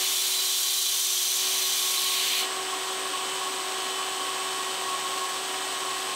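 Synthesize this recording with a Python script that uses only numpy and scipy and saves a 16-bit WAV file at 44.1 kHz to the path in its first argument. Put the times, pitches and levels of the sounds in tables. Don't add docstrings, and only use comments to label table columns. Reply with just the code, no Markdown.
import sys
import numpy as np
from scipy import signal
from scipy.fft import rfft, irfft, next_fast_len
from scipy.io import wavfile
from scipy.ndimage import uniform_filter1d, map_coordinates

SR = 44100
rng = np.random.default_rng(int(sys.argv[2]) if len(sys.argv) > 2 else 0)


def unload_audio(sound):
    columns = np.transpose(np.atleast_2d(sound))
    steps = np.round(np.clip(columns, -1, 1) * 32767)
    wavfile.write(sys.argv[1], SR, steps.astype(np.int16))


N = 271215

# time in seconds, base level of the grit's hiss in dB.
PRESSURE = [(0, -22), (.45, -18.5), (.65, -16), (1, -15.5), (1.3, -18), (1.42, -22.7), (1.8, -21.5),
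            (2.2, -24.5), (2.4, -28)]
# frequency in Hz, relative spectral density in dB.
HISS_SPECTRUM = [(300, -52), (1500, -14), (2600, -31), (3300, -0.5), (4600, -5), (5100, -3.5), (5700, 1.5),
                 (7000, 0), (8500, -2), (9300, -3.5), (13000, -5.5), (13800, -7.5), (15700, -9)]
RASP_SPECTRUM = [(300, -23.5), (1200, -26), (1900, 0), (2400, 7.5), (2900, 1), (3600, 6.5), (6000, -12)]
RUSH_SPECTRUM = [(20, -35), (60, -29.5), (130, -16), (200, -12), (320, -4), (480, -4), (720, 0),
                 (860, -0.5), (1150, 1), (1450, -1.5), (2050, -3.5), (3300, 1), (4800, -4.5), (8400, -7),
                 (9500, -12), (15700, -20)]
# frequency in Hz, bandwidth in Hz, relative peak gain in dB.
BLADE_MODES = [(3030, 25, -6), (3120, 30, -7), (3213, 38, -.5), (3350, 80, -10), (3517, 35, -2),
               (3680, 90, -5), (3790, 40, -7), (3974, 22, 3), (4134, 26, 0), (4251, 25, -2),
               (4400, 90, -11), (4650, 50, -6), (8450, 300, -11), (12750, 300, -16)]
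TIP_MODES = [(3010, 76, 2), (3240, 94, 4), (3520, 55, 2), (3650, 99, -1), (3990, 73, 4), (4270, 140, -5),
             (4260, 97, -8), (6030, 120, -6), (7600, 280, -8)]
EDGE_MODES = [(5968, 35, -1.5), (6102, 40, 0), (6210, 60, -7)]
WHEEL_MODES = [(1066, 14, 0), (1085, 34, 5), (1142, 11, 12)]
# start in seconds, length in seconds, relative level in dB, pitch in Hz.
SQUEALS = [(1.854, 0.37, -39.5, 1096), (2.452, .08, -48, 1097), (2.57, 0.039, -38, 1100),
           (2.727, 0.012, -33, 1094), (3.051, 0.028, -34, 1101), (3.136, 0.027, -34.5, 1100),
           (3.412, 0.026, -34.5, 1098), (3.461, 0.023, -31, 1101), (3.863, 0.028, -36, 1100),
           (4.214, 0.463, -44, 1100), (4.854, 0.11, -36.5, 1101), (4.99, 0.36, -38.5, 1093),
           (5.864, 0.056, -44, 1089), (6.037, .11, -48, 1070)]
# multiple of the blade-passing frequency, base level in dB.
FAN_HARMONICS = [(1, -43), (2, -44.5), (5, -55.5), (7, -52), (8, -43.5), (9, -50), (10, -56), (11, -56)]
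# time in seconds, gain in dB.
FAN_DRIFT = [(2.5, 0), (3, -2.5), (3.3, 2), (3.65, -1.5), (3.9, 3), (4.2, 0), (4.9, 1), (5.35, -1.5),
             (6.15, 0.5)]
# frequency in Hz, base level in dB.
BEARING_TONES = [(135, -72), (281, -61.5), (305, -60), (713, -52.5), (838, -59), (971, -49.5),
                 (1540, -58.5), (1684, -51.5), (1895, -54), (3095, -55), (4253, -55.5)]
SIDEBANDS = [(7795.4, -52), (7897.2, -52), (7999, -48.5), (8100.8, -51), (8202.6, -44), (8304.4, -62),
             (8508, -54), (8609.8, -61)]
# time of the peak in seconds, level in dB.
THUDS = [(5.31, -70), (5.99, -64)]
# frequency in Hz, reverberation time in seconds.
ROOM_T60 = [(150, 0.16), (2000, 0.21), (12000, 0.13)]

LAP_S, LIFT_S = .1822, 2.4
HISS_RELEASE_DB_PER_S, RING_RELEASE_DB_PER_S = 332, 228
USUAL_PRESSURE_DB = -20
TIP_FROM, HEEL_UNTIL, BELLY_AT, BELLY_WIDTH = .76, .2, .57, .2
WHEEL_HZ, FAN_HZ = 1096.5, 379.05
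FAN_FADE_DB_PER_S = .42


def knife():
    press_db = curve(PRESSURE)
    extra_db = load_db()
    place = np.minimum(clock() / LIFT_S, 1)
    near_tip = np.clip((place - TIP_FROM) / (1 - TIP_FROM), 0, 1)
    near_heel = np.maximum(1 - place / HEEL_UNTIL, 0)
    tip_share = near_tip + .37 * near_heel
    belly = 1 / (1 + ((place - BELLY_AT) / BELLY_WIDTH) ** 2)
    strikes = lambda: grit_strikes(coarse_db=.85, repeat_share=.35)
    blade = np.sqrt(1 - tip_share) * resonate(strikes(), BLADE_MODES)
    blade += np.sqrt(tip_share) * resonate(strikes(), TIP_MODES)
    steel = amp(-23 + .86 * extra_db + 4.5 * near_tip) * blade
    edge = amp(press_db - 7) * belly * resonate(strikes(), EDGE_MODES)
    rasp = amp(-31 + .046 * extra_db + 3.5 * near_tip ** 2) * coloured(strikes(), RASP_SPECTRUM)
    tremor_db = .7 * wobble(17.6)
    hiss = amp(press_db - 1.5 * near_tip + tremor_db) * coloured(strikes(), HISS_SPECTRUM)
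    lifted_s = np.maximum(clock() - LIFT_S, 0)
    friction = amp(-HISS_RELEASE_DB_PER_S * lifted_s) * (hiss + rasp)
    ring = amp(-RING_RELEASE_DB_PER_S * lifted_s) * (steel + edge)
    return room(friction + ring, wet_db=-9.5)


def load_db():
    return curve(PRESSURE) - USUAL_PRESSURE_DB


def grit_strikes(coarse_db, repeat_share):
    travel_s = clock() + .00012 * wobble(5)
    repeating = np.sqrt(repeat_share) * belt_pattern(0, travel_s)
    fresh = np.sqrt(1 - repeat_share) * rng.standard_normal(N)
    roughness = amp(coarse_db * belt_pattern(.0041, travel_s))
    return unit((repeating + fresh) * roughness)


def belt_pattern(grain_s, travel_s):
    surface = rng.standard_normal(round(LAP_S * SR))
    lap = uniform_filter1d(surface, max(1, round(grain_s * SR)), mode="wrap")
    return unit(map_coordinates(lap - lap.mean(), [travel_s * SR], mode="grid-wrap"))


def belt():
    rush = coloured(grit_strikes(coarse_db=.67, repeat_share=.24), RUSH_SPECTRUM)
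    return amp(-33) * room(rush, wet_db=-12)


def wheel():
    ramp_s = .0066
    gates = [(gate(start, length, ramp_s), db, hz) for start, length, db, hz in SQUEALS]
    pressed_db = .23 * load_db() * gate(0, LIFT_S, ramp_s)
    flutter = amp(-40 + pressed_db + 1.1 * wobble(11))
    squeals = sum(on * amp(db) for on, db, hz in gates)
    pitch_hz = WHEEL_HZ + sum(on * (hz - WHEEL_HZ) for on, db, hz in gates)
    tremble = unit(1 + .29 * wobble(60))
    song = amp(-1.87) * (flutter + squeals) * tremble * tone(pitch_hz + 2.2 * wobble(45))
    ring = amp(-5) * flutter * resonate(rng.standard_normal(N), WHEEL_MODES)
    return song + ring


def motor():
    speed = 1 + .0005 * wobble(4)
    return fan(speed) + bearings(speed) + inverter()


def fan(speed):
    low_db = -FAN_FADE_DB_PER_S * (clock() - clock().mean())
    dip_db = -3 * gate(-.96, LIFT_S + 1, .1)
    high_db = curve(FAN_DRIFT)
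    drift_db = {1: low_db, 2: low_db + dip_db}
    sound = np.zeros(N)
    for harmonic, db in FAN_HARMONICS:
        level = amp(db + drift_db.get(harmonic, high_db) + .87 * wobble(13))
        sound += level * tone(harmonic * FAN_HZ * speed + wobble(25.1))
    return sound


def inverter():
    t = clock()
    return np.sqrt(2) * sum(amp(db + .4 * wobble(2.3)) * np.cos(2 * np.pi * hz * t + rng.normal(0, .64))
                            for hz, db in SIDEBANDS)


def bearings(speed):
    return sum(amp(db + 1.6 * wobble(14)) * tone(hz * speed + 2.6 * wobble(25))
               for hz, db in BEARING_TONES)


def thuds():
    swell = sum(amp(db) * np.exp(-((clock() - peak_s) / .015) ** 2) for peak_s, db in THUDS)
    return swell * tone(52 + 8 * wobble(40))


def room(x, wet_db):
    hz, t, spectra = signal.stft(rng.standard_normal(SR // 2), SR, nperseg=256)
    decay = amp(-60 * t / along(ROOM_T60, hz)[:, None])
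    tail = signal.istft(spectra * decay, SR, nperseg=256)[1]
    response = np.pad(tail, (SR // 200, 0)) / np.linalg.norm(tail)
    echo = signal.fftconvolve(x, response)[:N]
    return (x + amp(wet_db) * echo) / np.hypot(1, amp(wet_db))


def resonate(x, modes):
    def response(f):
        return sum(amp(db) * 1j * f * width / (hz * hz - f * f + 1j * f * width)
                   for hz, width, db in modes)
    return unit(filtered(x, response))


def coloured(x, spectrum):
    return unit(filtered(x, lambda hz: amp(along(spectrum, hz))))


def filtered(x, response):
    size = next_fast_len(N + SR // 2)
    return irfft(rfft(x, size) * response(np.fft.rfftfreq(size, 1 / SR)), size)[:N]


def tone(hz):
    return np.sqrt(2) * np.sin(2 * np.pi * (np.cumsum(hz) / SR + rng.random()))


def wobble(rate):
    return map_coordinates(rng.standard_normal(int(N * rate / SR) + 4), [clock() * rate])


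def gate(start, length, ramp):
    t = clock()
    return np.clip(np.minimum(t - start, start + length - t) / ramp + .5, 0, 1)


def curve(points):
    return np.interp(clock(), *np.transpose(points))


def along(points, hz):
    knots_hz, values = np.transpose(points)
    return np.interp(np.log(hz + 1), np.log(knots_hz + 1), values)


def amp(db):
    return 10 ** (np.asarray(db) / 20)


def unit(x):
    return x / np.sqrt(np.mean(x ** 2) + 1e-20)


def clock():
    return np.arange(N) / SR


def scene():
    shop = motor() + belt() + wheel() + knife() + thuds()
    return np.array([shop, shop])


def gain_control(x, ceiling_db, window_s):
    power = np.abs(uniform_filter1d(np.mean(x ** 2, axis=0), round(window_s * SR)))
    return x * np.minimum(1, amp(ceiling_db) / np.sqrt(power + 1e-12))


def record(dry):
    held = gain_control(dry, ceiling_db=-25.5, window_s=.055)
    return np.array([filtered(channel, lambda hz: hz < 15750) for channel in held])


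dry = scene()
out = record(dry)
unload_audio(out)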